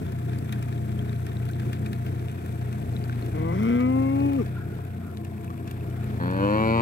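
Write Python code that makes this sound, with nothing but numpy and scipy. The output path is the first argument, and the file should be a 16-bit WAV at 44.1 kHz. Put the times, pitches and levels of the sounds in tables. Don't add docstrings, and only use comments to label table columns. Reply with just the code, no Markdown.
import sys
import numpy as np
from scipy import signal
from scipy.fft import rfft, irfft, next_fast_len
from scipy.io import wavfile
from scipy.ndimage import uniform_filter1d

SR = 44100
rng = np.random.default_rng(int(sys.argv[2]) if len(sys.argv) > 2 else 0)


def rack_gain(trim_db):
    fader = np.asarray(trim_db, float)
    return 10 ** (fader / 20)


def unload_audio(sound):
    columns = np.transpose(np.atleast_2d(sound))
    steps = np.round(np.clip(columns, -1, 1) * 32767)
    wavfile.write(sys.argv[1], SR, steps.astype(np.int16))


N = 300321
TIME = np.arange(N) / SR
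HZ = np.fft.rfftfreq(next_fast_len(N), 1 / SR) + 1e-3

FIRING_HZ = 30.05
# time in seconds, lead on a steady idle in firings.
HUNTING_S_FIRINGS = [(0, .035), (.3, .09), (.45, .167), (.95, .135), (1.1, .09), (1.4, -.095), (1.55, -.09),
                     (2.4, .095), (2.55, .05), (3.15, .025), (3.5, -.165), (3.95, -.29), (4.25, -.27),
                     (4.95, .3), (5.25, .29), (5.55, .395), (6.3, .365), (6.81, .09)]
# time in seconds, level in dB.
SWING_S_DB = [(0, 0.5), (.9, .5), (1.6, 0.5), (2.3, -.5), (3.3, 0), (4.4, 1), (4.6, -2.5), (5.2, -5.5),
              (5.8, -3.5), (6.05, -0.5), (6.81, 1.5)]
STRONG_ORDERS = [(3, 0.01), (4, -0.02), (5, -0.31)]
# multiple of the firing rate, start in cycles, rms in dB.
WEAK_ORDERS = [(2, -0.16, -50.5), (4.5, -0.49, -52), (6, -0.038, -47), (8, -0.19, -48), (11, 0.06, -49.5),
               (14, -0.39, -58.5)]
ORDER_DB, ORDER_SWING, ORDER_SAG = [-36, -30.5, -38], [0.25, 1.73, 0.38], [0.13, 2.7, 0.33]
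FIFTH_FADE_DB_PER_S, SEVENTH_DB = -1.12, -44.5
# time in seconds, depth in dB.
SAGS_S_DB = [
    (0, -9),
    (.45, -1),
    (1.33, -1.5),
    (2.4, -4.5),
    (2.85, -1.5),
    (3.75, -3.5),
    (4.35, -2.5),
    (5.1, -4),
]
# time in seconds, height in dB.
BURBLE_S_DB = [
    (0.1, 3),
    (1.05, 2.5),
    (1.75, 0),
    (3.0, 2.5),
    (4.1, -3),
]
SAG_S, BURBLE_S = 0.076, 0.15
# time in seconds, rms in dB, half length in seconds.
SEVENTH_SWELLS = [(0.343, -36, 0.042), (0.546, -35, 0.043), (2.075, -37, 0.017), (1.003, -33.5, 0.17),
                  (1.91, -39.5, 0.23), (2.486, -36.5, 0.025), (2.754, -36.5, 0.064), (3.9, -48, 0.35),
                  (5.235, -42, 0.13), (6.108, -38, 0.097), (6.6, -44.5, 0.66)]
# frequency in Hz, density in dB per Hz.
RUMBLE_HZ_DB = [(20, -45), (40, -15.5), (70, -11.5), (110, -0.5), (200, -7), (330, -8.5), (430, -11),
                (520, -20), (800, -25), (1200, -47)]
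CLATTER_HZ_DB = [(500, -5), (800, 2.5), (1000, 2.5), (1200, 0.5), (1400, 2.5), (1750, -1), (2000, -4.5),
                 (2400, -2.5), (3000, -13), (3500, -8), (4200, -13.5), (6000, -21.5)]
HISS_HZ_DB = [(3000, -22), (4200, -12), (5200, -4), (6300, 2), (6900, -3), (7900, 7.5), (8600, 1.5),
              (9100, 5), (9700, -6), (11000, 3), (12000, 6.5), (13000, 3), (13500, 2), (14000, -13),
              (15800, -2.5)]
# share of the turn, gain in dB.
BREATHING_DB = [(0, 5.5), (.1, -1), (.27, -1.5), (.45, 1), (.68, 4), (.85, 2), (1, 5.5)]
# share of the turn, gain in dB.
COVER_SWELL_DB = [(0, -19), (.1, 10), (.2, 1.5), (.3, 6), (.45, 4.5), (.6, 3.5), (.72, -1.5), (.9, -6),
                  (1, -11)]
COVER_HZ, COVER_WIDTH_HZ = 691.5, 19
LAYER_DB, LAYER_SWING = [-36, -51, -62.5, -51], [0.63, 1, 0.14, 0.36]
CLATTER_RISE_DB_PER_S = 0.2064
# time in seconds, crack peak in dB, knock above that in dB.
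TICKS = [(0.122, -37, -23), (0.3317, -49, 8.5), (0.3865, -44, -26), (0.493, -44, 2), (0.5243, -24, -7),
         (0.6256, -31, -6.5), (0.7256, -34.5, -4.5), (0.9183, -37, -15), (1.129, -36.5, -6),
         (1.266, -28, -10.5), (1.49, -34, -10), (1.597, -45.5, 8), (1.698, -44, -2), (1.7294, -35, 3.5),
         (1.861, -33, -3.5), (1.931, -24.5, -13), (2.0643, -45, 8.5), (2.195, -39, -4.5), (2.2952, -47, 4),
         (2.4604, -44, 2), (2.613, -33, -16), (2.727, -36.5, -3), (3.039, -41, -11), (3.1262, -44, 5),
         (3.263, -34, -7), (3.8046, -30, -6), (4.0705, -47, -5), (4.2042, -44, -2), (4.3334, -35, -8),
         (4.461, -32, -9.5), (5.249, -36.5, -6.5), (5.444, -43, -1), (5.6764, -35, -3),
         (5.7114, -26.5, -15), (5.1706, -41, -13), (6.2233, -42, -14), (6.313, -33, -9), (6.449, -36, -10)]
# time in seconds, peak in dB.
TICK_TOPS_S_DB = [(0.12, -44.5), (0.188, -47), (0.3865, -43.5), (0.4449, -47), (0.5246, -34.5),
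                  (0.626, -43), (0.684, -47), (0.9173, -50), (1.2032, -49), (1.265, -44), (1.4531, -44),
                  (1.4875, -46), (1.512, -42.5), (1.5978, -48), (1.729, -42), (1.7928, -50), (1.8173, -49),
                  (1.861, -43), (1.9303, -42.5), (1.9879, -52), (2.3144, -46), (2.4615, -47),
                  (2.7277, -46.5), (2.7995, -46.5), (3.0465, -50), (3.0789, -49), (3.2131, -48),
                  (3.262, -46), (3.631, -45), (4.2604, -49), (4.3326, -47), (4.4622, -50), (4.8489, -49),
                  (5.0677, -47.5), (5.1677, -50), (5.247, -45), (5.444, -46), (5.6745, -45), (5.7113, -39),
                  (5.9, -49), (5.9663, -51), (6.0417, -47), (6.2317, -48), (6.3107, -45)]
# time in seconds, peak in dB.
PINGS_S_DB = [(0.4933, -54), (0.5242, -47), (0.627, -53), (0.6833, -59), (0.9602, -59), (1.266, -54),
              (1.3324, -58), (1.4995, -54), (1.5344, -56), (1.73, -48), (1.8617, -53), (1.931, -52),
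              (2.0617, -46), (2.1924, -59), (2.4618, -53), (3.263, -52), (3.3653, -59), (3.5029, -54),
              (3.6002, -57), (3.8048, -53), (4.0711, -52), (4.2048, -58), (4.3331, -58), (4.4628, -57),
              (4.4927, -61), (4.7521, -58), (4.8494, -59), (5.2131, -61), (5.7114, -49), (5.8436, -58)]
PING_HZ, PING_T60_S, TOP_RING_HZ, TOP_RING_T60_S = 14900, .02, 11980, .04
# frequency in Hz, width in Hz, level in dB.
BLOCK_MODES = [(1450, 300, 4.5), (1720, 290, 1.5), (2400, 380, 3), (3340, 530, -7)]
# time in seconds, peak in dB, pitch in Hz, t60 in seconds.
DRIPS = [(0.123, -37, 900, .03), (.387, -43, 4550, 0.018), (.5255, -42, 3460, 0.017),
         (.545, -51, 1800, 0.018), (.561, -41, 1530, 0.023), (0.684, -40, 2320, .015),
         (.779, -43, 3620, 0.014), (.991, -37, 3180, 0.028), (1.095, -41.5, 3680, .02),
         (1.369, -39.5, 3760, 0.02), (1.499, -39.5, 1450, 0.069), (2.965, -34, 3860, 0.019),
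         (3.04, -37.5, 4700, 0.012), (3.096, -27, 1450, 0.024), (3.224, -39.5, 4100, 0.018),
         (2.936, -45, 4100, .015), (2.975, -47, 2400, 0.016), (4.789, -36, 960, 0.033),
         (4.852, -47, 2450, .02), (5.172, -37, 3900, 0.012), (5.479, -45, 2500, 0.025),
         (5.38, -45, 2480, .02), (5.409, -48, 2240, .02), (5.445, -50, 2000, .02), (5.58, -45, 2350, .02),
         (5.808, -44, 2480, .02), (5.891, -54, 2260, .02), (4.963, -55, 2480, .02), (6.02, -51, 2510, .02),
         (5.503, -34.5, 1090, 0.067), (6.042, -45, 2450, 0.031)]
SPECKS = [(0.0662, -40, 3430, 0.012), (0.2947, -43, 3530, 0.012), (0.8964, -46, 3100, 0.012),
          (0.9244, -51, 3840, 0.012), (1.0495, -52, 3470, 0.012), (1.1623, -46, 3970, 0.012),
          (1.2885, -44, 3760, 0.012), (1.3174, -44, 3520, 0.017), (1.534, -39, 3840, 0.01),
          (1.5648, -45, 3890, 0.012), (1.9624, -45, 3980, 0.012), (2.0894, -49, 3120, 0.012),
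          (2.2842, -39, 3440, 0.012), (2.5227, -50, 3440, 0.012), (2.8928, -46, 3570, 0.012),
          (3.1587, -52, 3810, 0.012), (4.204, -43, 4020, 0.012), (4.3329, -43, 4250, 0.012)]
DRIP_SHORTEN, SPLASH_DB, SPLASH_S = .65, -8, .0015

# time in seconds, pitch in Hz, level in dB, throat shape as an index,
# roughness from 0 to 1, limp from 0 to 1.
HIGH_COW = [(3.338, 150.8, -33.5, 0.42, 0.53, 0), (3.41, 158.8, -28.5, 0.35, 0.22, 0),
            (3.51, 168.3, -27.5, 0.1, 0.19, 0.04), (3.56, 193.5, -27, 0.66, 0.9, 0.4),
            (3.645, 225.9, -22, 1.7, 0.5, 0.9), (3.715, 239.3, -19, 1.15, 0.25, 1),
            (3.785, 245, -20.5, 1.14, 0.14, 1), (3.805, 248.5, -20.5, 2.13, 0.2, .3),
            (3.87, 254.9, -20.5, 2.3, 0, .15), (3.9, 258.9, -21, 2.63, 0.02, 0),
            (3.98, 264.5, -20.5, 3.02, 0, 0), (4.1, 270.3, -22.5, 2.94, 0.06, 0.2),
            (4.26, 282.1, -21.5, 3.83, 0, 0), (4.37, 273, -22.5, 4.4, 0.1, 0.05),
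            (4.405, 231, -21, 4, 0.26, 0.1), (4.44, 151, -29, 3.9, 0.6, 0.4)]
LOW_COW = [
    (6.195, 85, -31, 0.13, .2, 0),
    (6.24, 88.35, -27.5, 0.18, 0.13, 0.13),
    (6.35, 94.76, -28, 0.61, .12, 0.07),
    (6.438, 99.4, -21.5, 0.92, .05, 0),
    (6.48, 101.8, -22.5, 1.3, 0.087, 0),
    (6.55, 106.8, -21, 1.22, 0.055, 0),
    (6.612, 110.1, -21, 1.42, .04, 0.089),
    (6.7, 112.8, -21.5, 1.7, 0.037, 0.0092),
    (6.84, 116.1, -22, 1.74, 0.033, 0.09),
]
# frequency in Hz, level in dB.
HIGH_CLOSED = [(100, -55), (160, 0.5), (330, -2), (490, 0), (650, -12), (980, -4), (1145, -1.5),
               (1310, -39), (1470, -22), (1800, -38), (2050, -15.5), (2400, -31), (3200, -41), (4200, -58)]
HIGH_BREAKING = [(140, -3), (240, 0), (480, -12), (710, -28), (950, -33), (1100, -31), (1300, -25),
                 (1570, -30), (1800, -44), (2060, -22), (2300, -29), (2800, -46), (3100, -38), (3400, -38),
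                 (4200, -65)]
HIGH_STRAINED = [(140, -3), (250, -2.5), (490, -12), (740, -26), (990, -26), (1240, -16), (1490, -33),
                 (1730, -56), (1980, -28), (2230, -24.5), (2480, -30), (2900, -36), (3300, -46),
                 (4200, -67)]
HIGH_OPEN = [(140, 3), (265, 1.5), (530, -11), (800, -15.5), (1070, -15.5), (1330, -30.5), (1600, -55),
             (1860, -48), (2120, -24), (2400, -44), (2650, -29), (2900, -46), (3300, -67), (4200, -69)]
HIGH_TIRING = [(140, -18), (280, 2.5), (460, -6.5), (560, -15.5), (840, -11.5), (1120, -25), (1400, -49),
               (1680, -47), (1960, -64), (2250, -35), (2530, -21), (2800, -29), (3100, -57), (4200, -77)]
# frequency in Hz, level in dB.
LOW_CLOSED = [(90, -15), (180, 2), (270, -5.5), (360, -12.5), (500, -2.5), (680, -26), (900, -6),
              (1080, -12), (1260, -20), (1450, -13), (1650, -15), (1930, -23), (2120, -44), (2500, -32),
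              (3000, -47), (3300, -28), (4000, -37), (4430, -28), (5200, -60)]
LOW_HALF = [(100, -11), (206, -1.5), (309, 5), (412, -18), (515, 4.5), (720, -19), (930, -1), (1130, -9.5),
            (1250, -27), (1440, -13), (1750, -18), (2060, -40), (2270, -22), (2700, -25.5), (3150, -26),
            (3350, -43), (3600, -38), (4430, -32), (5200, -71)]
LOW_OPEN = [(100, -42), (228, 1.5), (400, -3.5), (570, -2.5), (720, -7.5), (1000, 2.5), (1140, -7.5),
            (1370, -8), (1500, -25), (1750, -25), (2000, -13), (2150, -17), (2330, -12.5), (2700, -19),
            (2870, -28), (3080, -21), (3350, -40), (3650, -27), (4100, -28), (4800, -23), (5200, -62)]
# frequency in Hz, density in dB per Hz.
OPEN_AIR_HZ_DB = [(600, -26), (1500, -4), (4000, -11), (5000, -18), (7500, -10), (9000, -29)]
# frequency in Hz, width in Hz, level in dB.
NOSE = [(3300, 1100, -20), (5630, 500, -19)]
ATTACK_S, RELEASE_S, LIMP_TURN_RAD = .008, .022, 1.25
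WATER_ECHO_S, WATER_ECHO_DB = .0045, -15

# start in seconds, length in seconds, rms in dB, frequency in Hz, width in Hz.
FAR_CALLS = [
    (4.372, 0.055, -47, 1180, 90),
    (4.385, .05, -52, 2200, 300),
    (4.55, .07, -52, 1030, 120),
    (4.54, .06, -45, 1430, 200),
    (4.585, .07, -46, 1480, 300),
    (4.3, 0.85, -54.5, 1470, 380),
    (5.7, 0.55, -56, 1350, 500),
    (4.95, 0.24, -51.5, 1320, 330),
    (4.5, 1.9, -58, 1020, 200),
]

# frequency in Hz, gain in dB.
RIGHT_MOTOR_HZ_DB = [(60, -.9), (200, -2.2), (700, -2), (1300, -4), (1800, 1), (2400, -1), (3200, -2),
                     (3600, -7), (4200, -9), (5000, -16), (7500, -26), (11300, -20), (12000, -25),
                     (15000, -21)]
RIGHT_HIGH_COW_HZ_DB = [(100, 1.5), (300, -4), (800, -3), (1080, -9), (1400, 0), (2100, -3), (3000, -6),
                        (5000, -8), (8000, -27)]
RIGHT_LOW_COW_HZ_DB = [(100, -1), (300, -1.5), (600, -3), (860, -8.5), (1080, -3.5), (1400, 2), (2150, 1.5),
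                       (2800, -1), (4300, -8), (5600, -41), (8000, -23)]
# frequency in Hz, right port lead in cycles.
LOW_COW_TURN = [(600, 0), (850, .03), (1100, .12), (2000, .15), (2300, -.05), (4500, -.05)]
# frequency in Hz, share common to both ports.
LIKENESS = [(60, 0.79), (200, 0.94), (450, 1), (900, 0.68), (3500, 0.15), (5000, 0.36), (10000, 0.033)]
LAG_SAMPLES, LAG_SAMPLES_PER_S = 23.33, -0.96


def motor():
    firings = FIRING_HZ * TIME + in_time(HUNTING_S_FIRINGS)[0]
    swing_db, sag_db = in_time(SWING_S_DB)[0], bumps(SAGS_S_DB, SAG_S)
    order_dbs = [db + swing * swing_db + sag * sag_db
                 for db, swing, sag in zip(ORDER_DB, ORDER_SWING, ORDER_SAG)]
    order_dbs[2] += FIFTH_FADE_DB_PER_S * TIME
    layer_dbs = [db + swing * swing_db for db, swing in zip(LAYER_DB, LAYER_SWING)]
    rumble_db, clatter_db, hiss_db, cover_db = layer_dbs
    clatter_db += CLATTER_RISE_DB_PER_S * TIME
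    breath = cyclic(BREATHING_DB, firings)

    rumble_db = rumble_db + .6 * bumps(BURBLE_S_DB, BURBLE_S) + 1.6 * drift(12)
    noise = rack_gain(rumble_db) * noise_pair(RUMBLE_HZ_DB)
    noise += rack_gain(clatter_db + 1.1 * drift(30)) * breath * noise_pair(CLATTER_HZ_DB)
    noise += rack_gain(hiss_db + 3.0 + 0.61 * drift(8.3)) * breath * shadowed_hiss()

    solid = exhaust_hum(firings, order_dbs)
    solid += rack_gain(cover_db) * cyclic(COVER_SWELL_DB, firings / 2) * cover_ring()
    solid += ticks(firings) + drips()
    solid += rack_gain(clatter_db - 12.5) * splatter()
    lag = LAG_SAMPLES + LAG_SAMPLES_PER_S * TIME
    return ports(*(noise + solid), RIGHT_MOTOR_HZ_DB, lag)


def exhaust_hum(firings, order_dbs):
    hum = np.zeros(N)
    for (k, start), db in zip(STRONG_ORDERS, order_dbs):
        cycles = k * firings + start + 0.013 * drift(17)
        hum += rack_gain(db + 0.66 * drift(12)) * np.cos(2 * np.pi * cycles)
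    burble_db = bumps(BURBLE_S_DB, BURBLE_S)
    for k, start, db in WEAK_ORDERS:
        cycles = k * firings + start + 0.043 * drift(5)
        hum += rack_gain(db - 2 + burble_db + 4.5 * drift(9)) * np.cos(2 * np.pi * cycles)
    s, db, half_s = np.transpose(SEVENTH_SWELLS)
    seventh = rack_gain(SEVENTH_DB) + bumps(list(zip(s, rack_gain(db))), half_s)
    cycles = 7 * firings + .05 * drift(6)
    hum += rack_gain(-3.5 + 3 * drift(11)) * seventh * np.cos(2 * np.pi * cycles)
    return np.sqrt(2) * hum


def cover_ring():
    ring = resonance(rng.standard_normal(N), COVER_HZ, COVER_WIDTH_HZ)
    ring = rms_one(resonance(ring, COVER_HZ, 3 * COVER_WIDTH_HZ))
    return rms_one(ring / uniform_filter1d(ring ** 2, size=2600) ** .3)


def shadowed_hiss():
    hiss = noise_pair(HISS_HZ_DB)
    turned = np.clip((TIME - 4.46) / 0.018, 0, 1)
    return hiss - .65 * turned * (resonance(hiss, 6100, 2200) + resonance(hiss, 9900, 1300))


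def ticks(firings):
    each = np.flatnonzero(np.diff(np.floor(firings + 0.016)))
    faint_db = -52 + 4.5 * rng.standard_normal((len(each), 4)) + 4.3 * rng.standard_normal((len(each), 1))
    hits = np.zeros((4, N))
    hits[:, each] = rack_gain(faint_db + [-18.0, 0.5, -12.0, -20.0]).T
    for s, db, knock_db in TICKS:
        hits[[0, 2], round(s * SR)] = rack_gain([db, db + knock_db + 3.5])
    for s, db in TICK_TOPS_S_DB:
        hits[1, round(s * SR)] = rack_gain(db + 11.0)
    for s, db in PINGS_S_DB:
        hits[3, round(s * SR)] = rack_gain(db + 8.0)
    out = struck(hits[3], PING_HZ, PING_T60_S)
    out += rack_gain(-22) * struck(hits[1], TOP_RING_HZ, TOP_RING_T60_S)
    bands_hz = (2420, 4700), (5660, 14600), (1090, 2600)
    for hit, decay_s, band_hz in zip(hits, (0.0017, 0.0032, 0.0041), bands_hz):
        band = signal.butter(2, band_hz, "band", fs=SR, output="sos")
        out += 0.28 * decaying(hit, decay_s) * rms_one(signal.sosfilt(band, rng.standard_normal(N)))
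    knock = decaying(hits[2], 0.0085) * rng.standard_normal(N)
    block = sum(rack_gain(db) * resonance(knock, hz, width_hz) for hz, width_hz, db in BLOCK_MODES)
    return out + rack_gain(0.5) * block


def drips():
    out = np.zeros(N)
    t = np.arange(2048) / SR
    for s, db, hz, t60_s in DRIPS + SPECKS:
        drop = np.sin(2 * np.pi * hz * (t + 6 * t ** 2))
        drop *= rack_gain(-60 * t / (DRIP_SHORTEN * t60_s)) * np.minimum(t / 0.00052, 1)
        splash = rms_one(resonance(rng.standard_normal(t.size), 0.53 * hz, 0.44 * hz))
        drop += rack_gain(SPLASH_DB) * np.exp(-t / SPLASH_S) * splash
        out[round(s * SR):][:len(t)] += rack_gain(db + 4.5) * drop
    return out


def splatter():
    sizes = rack_gain(4 * np.minimum(rng.exponential(1, N), 3)) * (rng.random(N) < 160 / SR)
    dealt = rng.integers(0, 12, N)
    pitches_hz = np.geomspace(1300, 3300, num=12)
    return rms_one(sum(resonance(sizes * (dealt == k), hz, hz / 9) for k, hz in enumerate(pitches_hz)))


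def cow(call, shapes, count, jitter, breath_db, rasp_db, smear, nose_db, scatter_db, mouth_db,
        shimmer_db, first):
    start, end = round(call[0][0] * SR), min(round(call[-1][0] * SR), N)
    size = end - start
    pitch, level_db, opening, rough, limp = [c[start:end] for c in in_time(call)]
    opening, rough = np.clip(opening, 0, len(shapes) - 1), np.clip(rough, 0, 1)
    shares = [np.clip(1 - np.abs(opening - j), 0, 1) for j in range(len(shapes))]
    phases = [ringing_phase(shape) for shape in shapes]
    cycles = first + np.cumsum(pitch) / SR + jitter * rough * drift(110, size)
    turn = LIMP_TURN_RAD * np.clip(limp, 0, 1) * (1 + .15 * drift(14, size))
    slack = np.clip(-np.gradient(uniform_filter1d(pitch, size=400)) * SR / 250, 0, 1)
    spread = smear * rng.standard_normal(2 * count)

    voice, power = 0, 0
    for k in np.arange(1, count, .5):
        handed = turn * np.clip(.17 * k - .15, 0, 1)
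        throat_db = sum(share * at_hz(shape, k * pitch) for share, shape in zip(shares, shapes))
        gain = rack_gain(throat_db - 14 * slack * (k > 2)) * (np.sin(handed) if k % 1 else np.cos(handed))
        shimmer = rack_gain(min(.3 * k, shimmer_db) * drift(12, size))
        ring = sum(share * np.interp(k * pitch, *phase) for share, phase in zip(shares, phases))
        phase_rad = 2 * np.pi * (k * cycles - spread[int(2 * k)]) + ring
        voice = voice + gain * shimmer * np.cos(phase_rad)
        power = power + gain ** 2 / 2

    throat_gain = rack_gain(at_hz(shapes[0], HZ)) * (HZ > 600)
    air = rms_one(colour(rng.standard_normal(N), throat_gain))[start:end]
    mouth_air = rms_one(colour(rng.standard_normal(N), rack_gain(at_hz(OPEN_AIR_HZ_DB, HZ))))[start:end]
    air += opening * rack_gain(mouth_db) * mouth_air
    air *= (rough * rack_gain(breath_db) + rack_gain(rasp_db)) * (1 + np.cos(2 * np.pi * cycles))
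    for hz, width_hz, db in NOSE:
        air += rough * rack_gain(db + nose_db) * rms_one(resonance(rng.standard_normal(size), hz, width_hz))

    edges = np.minimum((TIME - call[0][0]) / ATTACK_S, (call[-1][0] - TIME) / RELEASE_S)
    out = np.zeros(N)
    out[start:end] = np.clip(edges, 0, 1)[start:end] * rack_gain(level_db) * (voice / np.sqrt(power) + air)
    out += rack_gain(WATER_ECHO_DB) * colour(out, np.exp(-2j * np.pi * HZ * WATER_ECHO_S) * (HZ > 1300))
    tail_t = np.arange(round(.3 * SR)) / SR
    tail = rng.standard_normal(tail_t.size) * rack_gain(-200 * tail_t)
    return out + rack_gain(scatter_db) * signal.fftconvolve(out, tail / np.linalg.norm(tail))[:N]


def far_calls():
    out = np.zeros(N)
    for s, length_s, db, hz, width_hz in FAR_CALLS:
        swell = np.sin(np.pi * np.clip((TIME - s) / length_s, 0, 1)) ** 2
        rasp = resonance(rng.standard_normal(N), hz, width_hz)
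        out += rack_gain(db) * swell * rms_one(resonance(rasp, hz, width_hz))
    return ports(out, out, RIGHT_HIGH_COW_HZ_DB, 35.5)


def ports(left, right, right_colour, lag_samples, turn=((20, 0), (20000, 0))):
    gain = rack_gain(at_hz(right_colour, HZ)) * np.exp(2j * np.pi * at_hz(turn, HZ))
    late = np.interp(np.arange(N) - lag_samples, np.arange(N), colour(right, gain))
    return np.array([left, late])


def noise_pair(spectrum):
    common, own = rng.standard_normal((2, N))
    alike, gain = np.clip(at_hz(LIKENESS, HZ), 0, 1), rack_gain(at_hz(spectrum, HZ))
    left = colour(common, gain)
    right = colour(common, gain * alike) + colour(own, gain * np.sqrt(1 - alike ** 2))
    return np.array([left, right]) / np.std(left)


def ringing_phase(points):
    grid_hz = np.abs(np.fft.fftfreq(4096, 1 / SR)) + 1
    phase = -signal.hilbert(np.log(rack_gain(at_hz(points, grid_hz)))).imag
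    return grid_hz[:2048], phase[:2048]


def resonance(x, hz, width_hz):
    r = np.exp(-np.pi * width_hz / SR)
    poles = [1, -2 * r * np.cos(2 * np.pi * hz / SR), r * r]
    return signal.lfilter(np.array([1, 0, -1]) * (1 - r * r) / 2, poles, x + 1e-18)


def struck(hits, hz, t60_s):
    r, w = rack_gain(-60 / (t60_s * SR)), 2 * np.pi * hz / SR
    return signal.lfilter([0, np.sin(w)], [1, -2 * r * np.cos(w), r * r], hits + 1e-18)


def decaying(hits, decay_s):
    return signal.lfilter([1], [1, -np.exp(-1 / (decay_s * SR))], hits + 1e-18)


def drift(rate_hz, size=N):
    place = np.arange(size) * rate_hz / SR
    knots, left = rng.standard_normal(int(place[-1]) + 2), place.astype(int)
    part = place - left
    return rms_one(knots[left] + (knots[left + 1] - knots[left]) * (3 - 2 * part) * part ** 2)


def bumps(rows, half_s):
    halves_s = np.broadcast_to(half_s, len(rows))
    return sum(height * np.exp(-((TIME - s) / half) ** 2) for (s, height), half in zip(rows, halves_s))


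def cyclic(pattern, turns):
    return rack_gain(np.interp(turns % 1, *np.transpose(pattern)))


def in_time(rows):
    s, *columns = np.transpose(rows)
    return [np.interp(TIME, s, c) for c in columns]


def at_hz(points, hz):
    table_hz, values = np.transpose(points)
    return np.interp(np.log(hz), np.log(table_hz), values)


def colour(x, gain):
    size = next_fast_len(N)
    return irfft(rfft(x, size) * gain, size)[..., :N]


def rms_one(x):
    return x / np.sqrt(np.mean(x ** 2) + 1e-20)


def scene():
    high_shapes = [HIGH_CLOSED, HIGH_BREAKING, HIGH_STRAINED, HIGH_OPEN, HIGH_TIRING]
    high = cow(HIGH_COW, high_shapes, count=22, jitter=.09, breath_db=-20, rasp_db=-35, smear=.08,
               nose_db=-12, scatter_db=-20, mouth_db=-30, shimmer_db=1.6, first=0)
    low = -cow(LOW_COW, [LOW_CLOSED, LOW_HALF, LOW_OPEN], count=56, jitter=.04, breath_db=-14,
               rasp_db=-32, smear=.045, nose_db=-30, scatter_db=-22, mouth_db=-8, shimmer_db=3.2, first=.47)
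    cows = ports(high, high, RIGHT_HIGH_COW_HZ_DB, 24.8)
    cows += ports(low, low, RIGHT_LOW_COW_HZ_DB, 18, LOW_COW_TURN)
    return motor() + cows + far_calls()


def band_limit(x):
    return signal.sosfilt(signal.butter(12, 15830, fs=SR, output="sos"), x)


def record(dry):
    top_cut = signal.cheby2(12, 60, 16800, fs=SR, output="sos")
    self_noise = rack_gain(-94) * rng.standard_normal(dry.shape)
    return band_limit(signal.sosfilt(top_cut, dry + self_noise))


dry = scene()
out = record(dry)
unload_audio(out)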